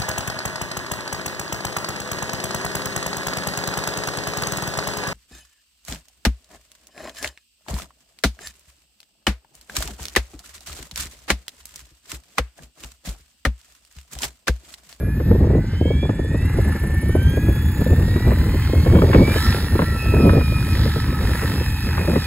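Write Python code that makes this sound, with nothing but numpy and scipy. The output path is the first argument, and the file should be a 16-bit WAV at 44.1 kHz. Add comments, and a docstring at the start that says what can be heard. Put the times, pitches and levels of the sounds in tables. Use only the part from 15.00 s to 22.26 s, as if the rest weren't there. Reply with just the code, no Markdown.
"""On a windy airfield an electric model helicopter spools up on the tarmac, lifts off and hovers.
Motor, pinion and tail drive whine as sines at multiples of the motor speed.
The two main blades whistle as Doppler-swung narrow noise; wash, growl, rasp and hiss are coloured noise.
Gusts rumble, flutter and pop as enveloped noise on the two ports of a small microphone."""
import sys
import numpy as np
from scipy import signal
from scipy.fft import rfft, irfft, next_fast_len
from scipy.io import wavfile
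from scipy.ndimage import uniform_filter1d, map_coordinates

SR = 44100
rng = np.random.default_rng(int(sys.argv[2]) if len(sys.argv) > 2 else 0)


def file_out(sig):
    """Save sig as 16-bit WAV at sys.argv[1]."""
    # one column per channel
    cols = np.atleast_2d(sig).T
    # limit, then scale
    lim = np.clip(cols, -1, 1)
    pcm = np.round(lim * 32767).astype(np.int16)
    wavfile.write(sys.argv[1], SR, pcm)


N = 320166

# All levels are relative: trims and random swings are added where they are used.
# Gusts. Each row: time in seconds, rumble level in dB, flutter in dB over the rumble.
GUSTS = [(0, -19.5, -6.5), (.26, -18.5, -11.5), (.5, -14.5, -2), (.73, -20, -11), (.96, -19.5, -12),
         (1.1, -20.5, -11.5), (1.8, -19.5, -8), (2.5, -18, -10.5), (2.75, -20, -10), (3.1, -15, -4),
         (3.5, -18.5, -6), (3.9, -15, -5), (4.05, -14.5, -0.5), (4.2, -15, 0.5), (4.4, -22.5, 0),
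         (4.5, -16, -4), (4.62, -25.5, -4), (4.82, -19, -11), (5.03, -26, -6.5), (5.08, -12.5, -7),
         (5.16, -13.5, 0.5), (5.27, -15, -3), (5.42, -15.5, 6.5), (5.47, -23, -9.5), (5.55, -19, -10),
         (5.96, -18.5, -11.5), (6.44, -24, -1), (6.7, -21, -4), (6.86, -23.5, -12.5), (7.1, -18, 2),
         (7.26, -27.5, -6.5)]
# Single pops of turbulence on the ports. Each row: start in seconds, level in dB, edge in dB over it.
POPS = [(0.2, -12.5, -13), (0.309, -1.5, -28), (0.348, -8, -34), (0.502, -10.5, -34), (0.547, -9, -19),
        (0.809, -8, -39), (0.853, -10.5, -34), (0.904, -9, -38), (1.029, -9.5, -23), (1.051, -16, -14),
        (1.092, -7.5, -13.5), (1.19, -12.5, -22), (1.344, -10.5, -19), (1.584, -6.5, -39),
        (1.836, -13, -10), (1.939, -22.5, -20), (2.092, -13.5, -16), (2.15, -3, -20), (2.371, -9.5, -17),
        (2.482, -10, -16), (2.814, -10.5, -15), (2.862, -9, -33), (2.926, -5.5, -23), (3.16, -10, -7.5),
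        (3.316, -13, -5), (3.732, -8, -28), (3.86, -5.5, -15), (3.953, -8, -8), (3.986, -8, -7.5),
        (4.018, -3, -8.5), (4.131, -13, 6.5), (4.145, -7, 1.5), (4.277, -7.5, -13.5), (4.359, -10, -8),
        (4.545, -13.5, -20), (4.751, -8, -12), (4.791, -3.5, -7), (4.818, -7.5, -4), (5.056, -14, -18),
        (5.137, -7.5, -15), (5.195, -11, -23), (5.252, -9, -15), (5.293, -11.5, 2.5), (5.354, -7.5, -18),
        (5.408, -18, 0), (5.855, -12.5, -22), (5.96, -11, -22), (6.421, -20, 3), (6.978, -33.5, 20.5),
        (7.157, -7.5, -5)]
# Wind spectra: rumble, flutter, then low, middle and upper part of a pop.
# Each row: frequency in Hz, density in dB per Hz.
RUMBLE_SPECTRUM = [(12, -41), (20, -18), (47, -4), (75, 4), (300, -17), (390, -27), (660, -120)]
FLUTTER_SPECTRUM = [(90, -23), (170, -2), (300, -4.5), (500, -9.5), (700, -18), (1200, -26)]
THUD_SPECTRUM = [(90, -5.5), (160, -0.5), (280, -3.5), (400, -34)]
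SLAP_SPECTRUM = [(200, -23), (330, 3.5), (550, -3), (750, -15), (1000, -17.5)]
EDGE_SPECTRUM = [(600, -2), (1000, 9.5), (1600, 2.5), (2600, -6), (4500, -29)]
# Likeness of the wind at the two ports. Each row: frequency in Hz, likeness from 0 to 1.
WIND_LIKENESS = [(340, 1), (460, 0.98), (610, 0.53), (820, 0.0084)]
QUADRATURE = 0.53  # share of the wind's left-right difference that is a phase shift

# Motor speed. Each row: time in seconds, turns per second.
MOTOR_SPEED = [(0.0, 78.6), (0.36, 87.4), (0.67, 97.6), (1.06, 113.7), (1.3, 117.1), (1.42, 125.3),
               (1.48, 131.3), (1.77, 139.6), (2.1, 143.0), (2.42, 158.1), (2.85, 166.1), (3.38, 192.8),
               (3.75, 203.5), (4.23, 225.0), (4.5, 259.6), (4.68, 261.5), (5.31, 245.9), (5.47, 244.2),
               (5.8, 248.3), (6.2, 244.9), (6.34, 252.3), (7.26, 246.1)]
# Blade load. Each row: time in seconds, load in dB, rasp in dB over its law.
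BLADE_LOAD = [(0, -0.5, -2), (.25, 3, 1), (1.3, 2.5, -3), (1.6, 6.5, -5), (2, 2, -2.5), (3.3, 4, -1),
              (4, 4, -1.5), (4.25, 4, 0.5), (4.38, 12, -3), (4.55, 7, 4.5), (4.7, 0.5, 0.5), (5.4, 0.5, 1),
              (5.85, 4.5, 2), (6.15, 1, 0.5), (6.38, 7, -0.5), (6.62, 3, -1), (7, 3.5, 0), (7.26, 4, 3)]
ROTOR_GEAR = 7 / 72  # rotor turns per motor turn
INERTIA_S = .11  # the rotor rounds off every change of speed
HOVER_TURNS = 250  # motor turns per second
LIFT_S, LIFT_TAKES_S = 4.35, .1

# Blade noise spectra: wash, growl of blades at full bite, gear rasp, blade hiss.
# Each row: frequency in Hz, density in dB per Hz.
WASH_SPECTRUM = [(500, -35), (800, 9.5), (1100, -5), (1330, -0.5), (1530, -2), (1800, 3.5), (2100, -5.5),
                 (2800, -9.5), (3500, -60)]
GROWL_SPECTRUM = [(650, -30), (900, 4), (1120, -10), (1350, -7), (1550, -11), (1800, 2), (2000, -1),
                  (2300, -30)]
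RASP_SPECTRUM = [(2400, -89), (3000, -0.5), (3800, 3), (5000, 1.5), (5500, 0), (6200, -17)]
HISS_SPECTRUM = [(4800, -39), (5700, -3), (7000, 3.5), (9500, 5.5), (12000, 6), (16000, 0)]
# Each law: dB at hover speed, dB per doubling of speed, dB per dB of load.
WASH_LAW, RASP_LAW, HISS_LAW = (-33, 6.1, 0.73), (-41.5, 7.8, 1), (-42.5, 7.8, 1)
GROWL_DB, GROWL_PER_DB = -33, 1.5  # at the highest load; dB per dB of load

# Trailing-edge whistles. Each row: multiple of motor speed,
# rotor turn at which the blade comes at the listener, level in dB.
BLADE_WHISTLES = [(61.5, .78, 0), (74, .28, -4), (80, .78, -8), (53, .28, -6)]
# Course of the whistle. Each row: time in seconds, level in dB,
# forward beaming as a power of the Doppler factor, spread in random knots per second.
WHISTLE_COURSE = [(0, -62, 23, 1210), (1.1, -53, 11, 2160), (1.5, -41, 16, 1997), (1.85, -39, 11, 1994),
                  (2.15, -42, 6, 2300), (2.5, -41.5, 5, 2406), (2.8, -37.5, 8, 2380), (3.1, -42, 12, 2500),
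                  (3.7, -37, 10, 2200), (4.05, -40, 13, 2010), (4.4, -40, 1, 905), (5, -46.5, -0.5, 504),
                  (6.3, -43, 1.5, 508), (7.26, -48, -6, 456)]

# Strong tones in multiples of motor speed; the pinion has 21 teeth, the motor 10 poles.
STRONG_ORDERS = [21 / 4, 7, 10, 21 / 2, 63 / 5, 15, 63 / 4, 21, 30, 42, 15 / 2]
# Levels of those tones. Each row: dB on the ground at hover speed, dB per doubling of speed, dB in the air.
STRONG_LEVELS = [(-29.5, -26, -48.5), (-73, 0, -64), (-60, -2, -54), (-56, -6, -54), (-46, 23, -55),
                 (-63.5, -10, -98), (-60, -5, -51), (-53, 7, -52), (-68, -6.5, -84), (-52, 17, -54),
                 (-66, -4, -50)]
# Fainter tones. Each row: multiple of motor speed, dB at the start, dB before lift-off, dB in the air.
FAINT_TONES = [(20, -53, -73, -58), (22, -73, -53, -70), (23, -63, -76, -72), (40, -76, -66, -53),
               (62, -81, -56, -70), (53, -99, -62, -70), (18, -57, -81, -80), (25, -56, -80, -82),
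               (45, -67, -78, -80)]
# Commutation overtones. Each row: multiple of the pole-pair rate, level in dB.
COMMUTATION_TONES = [(25, -66), (27, -58.5), (28, -71), (29, -54), (30, -65), (31, -60), (33, -64),
                     (35, -70)]
# Resonances of the frame on the tarmac. Each row: frequency in Hz, gain in dB.
FRAME_RESONANCES = [(850, -37), (1350, -12.5), (1550, -18), (1750, 7), (1950, 10), (2150, 0), (2350, 5.5),
                    (2650, -0.5), (2880, -6.5), (3200, 14), (3500, -4), (3900, 10.5), (4300, -3), (5300, 3),
                    (6800, 6.5), (8800, -2)]
# Tones that stand out for a while. Each row: multiple of motor speed, start and end in seconds, level in dB.
TONE_SWELLS = [(30, 0, .14, -50), (30, .72, .92, -53), (30, .94, 1.05, -43), (30, 1.03, 1.34, -52),
               (21, 0, .35, -46), (21, .5, .6, -47), (21, .6, .78, -51), (63 / 4, .62, 1.35, -47),
               (15, 1, 1.38, -49), (21, .9, 1.05, -43), (21, 2.2, 2.36, -48), (21, 1.33, 1.5, -47),
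               (30, 1.42, 1.5, -53), (63 / 5, 1.48, 1.65, -46), (63 / 5, 1.68, 2.14, -37),
               (63 / 4, 1.98, 2.2, -46), (21 / 2, 2.18, 2.6, -38.5), (21 / 2, 2.8, 3.3, -38.5),
               (63 / 5, 3.18, 3.33, -48), (21 / 2, 3.38, 4.03, -44), (42, 3.4, 3.8, -54),
               (21, 3.55, 3.84, -47), (10, 4.17, 4.24, -34), (10, 4.24, 4.325, -30),
               (21 / 4, 4.38, 4.58, -35), (7, 4.37, 4.53, -33), (63 / 4, 4.33, 4.43, -38),
               (63 / 4, 4.46, 4.56, -45), (21, 4.43, 4.51, -35), (7, 4.72, 5.08, -41),
               (15 / 2, 4.87, 4.95, -39), (21 / 4, 4.82, 5.35, -35), (42, 4.55, 5.35, -48),
               (42, 5.45, 5.72, -48), (42, 6.3, 6.5, -49), (42, 7, 7.26, -50), (10, 5.02, 5.6, -34.5),
               (10, 5.6, 5.75, -40), (21 / 2, 5.0, 5.23, -39), (21, 5.2, 5.4, -45),
               (21 / 4, 5.35, 6.5, -41), (15, 5.88, 6.32, -52), (7, 5.8, 6.25, -46), (7, 6.6, 7.02, -43),
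               (7, 7.18, 7.26, -44), (21, 5.45, 6.25, -50), (21, 6.3, 6.7, -47), (10, 6.25, 6.45, -47),
               (21 / 2, 6.5, 7.2, -44), (10, 6.62, 7.26, -41), (21, 6.85, 7.26, -45)]
RISE_DB_PER_S, FALL_DB_PER_S = 170, 350
# Noisy skirt of a tone: share, growth per dB of load above 7 dB, random knots per second.
ROUGH, ROUGH_PER_DB, ROUGH_KNOTS = .2, .14, 170

# Phase between the ports. Each row: frequency in Hz, radians by which left leads.
PORT_LEAD = [(1290, -.2), (2760, .1), (3100, 2), (4900, 2.1), (5250, 2.6), (5940, 3), (6460, .3),
             (7490, -.6), (8790, -2.9), (9560, -3.3), (11100, -6.2), (11600, -6.3), (13200, -9.3),
             (13900, -9.5), (15200, -12.4), (16000, -12.6)]
# Level between the ports. Each row: frequency in Hz, left over right in dB.
PORT_LEVEL = [(700, 3), (1100, -1), (1900, -1.5), (2600, -2), (3300, -7.5), (4200, -3.5), (5200, -2),
              (6300, 1), (8000, -0.5)]
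# Added lead once the helicopter has drifted aside. Each row: frequency in Hz, radians.
DRIFT_LEAD = [(4500, 0.28), (5200, 0.56), (5900, 0.23), (6500, 0)]
DRIFT_S, DRIFT_TAKES_S = 6.53, .2
MONO_HZ, TOP_HZ = 230, 15750  # bass below is kept in the middle; band limit


def amp(db):
    """A level in dB is a logarithmic ratio; this returns the amplitude gain."""
    return 10 ** (np.asarray(db) / 20)


def unit(x):
    """Normalization by mean power brings a signal to rms 1."""
    return x / np.sqrt(np.mean(x ** 2) + 1e-20)


def along(points, hz):
    """Frequency responses are interpolated on a logarithmic frequency axis."""
    f, v = np.transpose(points)
    return np.interp(np.log(hz + 1), np.log(f + 1), v)


def curves(rows):
    """Slow parameters are interpolated linearly in time, one curve for each column after the time."""
    s, *cols = np.transpose(rows)
    return [np.interp(np.arange(N) / SR, s, c) for c in cols]


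def wobble(rate):
    """Random modulation joins normal values by straight lines, rate (at most 60) knots a second."""
    knots = rng.standard_normal(int(N * 60 / SR) + 4)
    return map_coordinates(knots, [np.arange(N) * min(rate, 60) / SR], order=1)


def filtered(x, response):
    """Linear filtering multiplies the spectrum by a complex frequency response."""
    m = next_fast_len(N + 8192)
    return irfft(rfft(x, m) * response(np.fft.rfftfreq(m, 1 / SR)), m)[..., :N]


def noise(spectrum, channels=1):
    """Coloured noise is white noise shaped by a spectral density, here at rms 1 and closed at both ends."""
    closed = [(spectrum[0][0] / 2, -120), *spectrum, (spectrum[-1][0] * 2, -120)]
    white = rng.standard_normal((channels, N))
    return unit(filtered(white, lambda hz: amp(along(closed, hz))))


def pops(s, db, attack, t60):
    """An impulse train convolved with a rise and an exponential decay gives the envelope of the pops."""
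    t = np.arange(SR // 5) / SR
    starts = np.bincount(np.round(s * SR).astype(int), amp(db), N)[:N]
    return signal.fftconvolve(starts, amp(-60 * t / t60) * (1 - np.exp(-t / attack)))[:N]


def wind():
    """Turbulent eddies press on the ports: rumble, spikier flutter and ragged pops, alike only in the bass."""
    rumble_db, flutter_db = curves(GUSTS)
    eddy = wobble(22)
    rumble_swing = amp(2.37 * eddy + 0.2 * wobble(4.5))
    rumble = amp(rumble_db + 2.0) * unit(rumble_swing * noise(RUMBLE_SPECTRUM))
    flutter_swing = amp(6.56 * eddy + 2.4 * wobble(45))
    flutter = amp(rumble_db + flutter_db - 6.5) * unit(flutter_swing * noise(FLUTTER_SPECTRUM, channels=2))

    when, size = rng.random((170, 2)).T  # many small pops that follow the gusts
    at = (when * (N - 1)).astype(int)
    small_db = (rumble_db + flutter_db)[at] + 1.5 - 4 * np.log(size + 0.12)
    s, db, edge_db = np.transpose(POPS)
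    every_s = np.r_[s, at / SR]
    every_db = np.r_[db, small_db]
    every_edge_db = np.r_[db + edge_db - 3, small_db - 27]
    # the treble dies first
    thud = pops(every_s, every_db - 6, attack=0.004, t60=0.085) * noise(THUD_SPECTRUM)
    slap = pops(every_s, every_db - .3, attack=0.004, t60=0.048) * noise(SLAP_SPECTRUM, channels=2)
    edge = pops(every_s, every_edge_db, attack=0.0015, t60=0.037) * noise(EDGE_SPECTRUM, channels=2)

    def turn(hz):
        """The angle between middle and side sets the correlation of the two ports."""
        return np.arccos(np.clip(along(WIND_LIKENESS, hz), -1, 1)) / 2 * (hz > 250)

    mid, side = filtered(flutter + slap + edge, lambda hz: np.array([np.cos(turn(hz)), np.sin(turn(hz))]))
    shifted = filtered(mid, lambda hz: 1j * np.minimum(np.tan(turn(hz)), 2))
    side = np.sqrt(1 - QUADRATURE) * side + np.sqrt(QUADRATURE) * shifted
    return rumble + thud + np.array([mid + side, mid - side])


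def torn_air(motor, load_db, extra_db, chop):
    """Turbulent wash, gear rasp and hiss grow with speed and load; the blade passages modulate them."""
    wash_db, rasp_db, hiss_db = (db + faster * np.log2(motor / HOVER_TURNS) + harder * load_db
                                 for db, faster, harder in (WASH_LAW, RASP_LAW, HISS_LAW))
    rasp_db = rasp_db + extra_db
    load = np.clip((wash_db + 38) / 7, 0, 1.3)  # blades that bite harder chop harder
    chop = load * chop
    hiss = noise(HISS_SPECTRUM, channels=3)
    top = filtered(hiss, lambda hz: 1 / (1 + (11500 / (hz + 1)) ** 6))
    hiss = hiss - np.clip(2.65 - motor / 65, 0, .78) * top  # slow tips hiss duller
    air = amp(wash_db - 4 + 2 * wobble(12)) * (1 + 1.7 * chop) * noise(WASH_SPECTRUM, channels=3)
    air += amp(rasp_db - 2.5 + 1.8 * wobble(12)) * (1 + 0.54 * chop) * noise(RASP_SPECTRUM, channels=3)
    air += amp(hiss_db - 1.5 + .6 * wobble(12)) * (1 + .3 * chop) * hiss
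    return air, chop


def growl(load_db, chop):
    """Loaded blades radiate a broadband growl that enters at lift-off and rises with the load."""
    growl_db = GROWL_DB + GROWL_PER_DB * (load_db - load_db.max()) + 3.3 * wobble(60)
    aloft = np.clip((np.arange(N) / SR - LIFT_S) / LIFT_TAKES_S + .5, 0, 1)
    return aloft * amp(growl_db) * (1 + chop) * noise(GROWL_SPECTRUM)[0]


def whistles(rotor_turns, motor):
    """Trailing edges shed narrow noise; the Doppler effect of the circling source swings pitch and level."""
    db, beaming, spread = curves(WHISTLE_COURSE)
    mach = .00133 * motor  # tip speed over the speed of sound
    out = np.zeros(N)
    for order, facing, blade_db in BLADE_WHISTLES:
        doppler = 1 / (1 - mach * np.cos(2 * np.pi * (rotor_turns - facing)))
        carrier = 2 * np.pi * np.cumsum(order * motor * doppler) / SR
        knots = np.cumsum(spread) / SR
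        a, b = (map_coordinates(rng.standard_normal(int(knots[-1]) + 4), [knots]) for _ in "ab")
        heard = order * motor * doppler < SR / 2.2
        loudest = np.where(beaming > 0, 1 - mach, 1 + mach)
        swing = (doppler * loudest) ** beaming * amp(2 * wobble(25))
        out += amp(db + blade_db) * heard * swing * (a * np.cos(carrier) + b * np.sin(carrier))
    return out


def tone_db(order, ground_db, faster_db, air_db, motor):
    """Frame resonances rule a tone on the ground, a steady level in the air; swells stand above both."""
    t, motor = np.arange(0, N, 128) / SR, motor[::128]
    aloft = np.clip((t - LIFT_S) / LIFT_TAKES_S, 0, 1)
    resonance_db = along(FRAME_RESONANCES, order * motor)
    ground_db = ground_db + faster_db * np.log2(motor / HOVER_TURNS) + resonance_db
    db = (1 - aloft) * ground_db + aloft * air_db
    db += np.interp(t * 5, np.arange(40), rng.normal(0, 3, 40))  # slow fading
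    for k, start, end, top_db in TONE_SWELLS:
        if abs(k / order - 1) < .02:
            rise_db = RISE_DB_PER_S * np.maximum(start - t, 0)
            fall_db = FALL_DB_PER_S * np.maximum(t - end, 0)
            db = np.maximum(db, top_db - rise_db - fall_db)
    return np.interp(np.arange(N) / SR, t, db)


def tone(order, motor, db, rough=ROUGH):
    """A rotating part sounds a sine locked to its speed; random modulation makes it flare and tremble."""
    turns = np.cumsum(motor) / SR
    level = amp(db - 1 + 2 * wobble(28) + .8 * wobble(9)) * (order * motor < TOP_HZ)
    knots = rng.standard_normal((2, int(N * ROUGH_KNOTS / SR) + 2))
    a, b = (np.interp(np.arange(N) * ROUGH_KNOTS / SR, np.arange(len(r)), r) for r in knots)
    phase = 2 * np.pi * order * turns + 0.75 * wobble(30)
    rough_sine = (1 + rough * a) * np.sin(phase) + rough * b * np.cos(phase)
    return np.sqrt(2 / (1 + rough ** 2)) * level * rough_sine


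def drive(motor, load_db):
    """Gear mesh, tail drive and poles excite multiples of the motor speed; commutation fades with time."""
    t = np.arange(N) / SR
    rough = ROUGH + ROUGH_PER_DB * np.maximum(load_db - 7, 0)
    out = np.zeros(N)
    for k, db in zip(STRONG_ORDERS, STRONG_LEVELS):
        out += tone(k, motor, tone_db(k, *db, motor), rough)
    for k, *db in FAINT_TONES:
        out += tone(round(k), motor, np.interp(t, [0, 3.5, 4.5], db) + 2 * wobble(1.2), rough=0.78)
    for k, db in COMMUTATION_TONES:  # five pole pairs; falls 26 dB a second
        out += tone(5 * round(k), motor, db + 6 - 26 * t + 5 * wobble(8))
    return out


def helicopter():
    """One motor speed governs tones, whistles and torn air, which throbs at the blade-passing rate."""
    motor = uniform_filter1d(curves(MOTOR_SPEED)[0], size=round(INERTIA_S * SR), mode="nearest")
    load_db, extra_db = curves(BLADE_LOAD)
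    rotor_turns = np.cumsum(motor) / SR * ROTOR_GEAR
    # two pulses a rotor turn
    passing = amp(2.14 * wobble(45)) * np.exp(8 * (np.cos(4 * np.pi * (rotor_turns - .28)) - 1))
    air, chop = torn_air(motor, load_db, extra_db, passing)
    near = drive(motor, load_db) + whistles(rotor_turns, motor) + growl(load_db, chop)
    return near + 0.81 * air[0], 0.2 * air[1:]  # the direct sound; what ground and air scatter to each port


def ports(x, drift):
    """Two spaced ports receive one wave at different phase and level; the low end is cut."""
    side = np.array([[.5], [-.5]])

    def response(hz):
        """Each port takes half of the level and phase difference."""
        lead = along(PORT_LEAD, hz) + drift * along(DRIFT_LEAD, hz)
        low_cut = 1 + (850 / (hz + 1)) ** 8
        return amp(side * along(PORT_LEVEL, hz)) * np.exp(1j * side * lead) / low_cut

    return filtered(x, response)


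def scene():
    """Sound pressures superpose: the helicopter through the ports, drifting aside, and the wind."""
    direct, scattered = helicopter()
    aside = np.clip((np.arange(N) / SR - DRIFT_S) / DRIFT_TAKES_S, 0, 1)
    heard = direct + scattered
    return ports((1 - aside) * heard, drift=0) + ports(aside * heard, drift=1) + wind()


def record(dry):
    """Saturation rounds off the peaks; the bass becomes mono and nothing is kept above the band limit."""
    soft = dry / (1 + np.abs(dry / .93) ** 8) ** (1 / 8)
    mid, side = (soft[0] + soft[1]) / 2, (soft[0] - soft[1]) / 2
    side = filtered(side, lambda hz: 1 / (1 + (MONO_HZ / (hz + 1)) ** 12))
    return filtered(np.array([mid + side, mid - side]), lambda hz: hz < TOP_HZ)


dry = scene()
out = record(dry)
file_out(out)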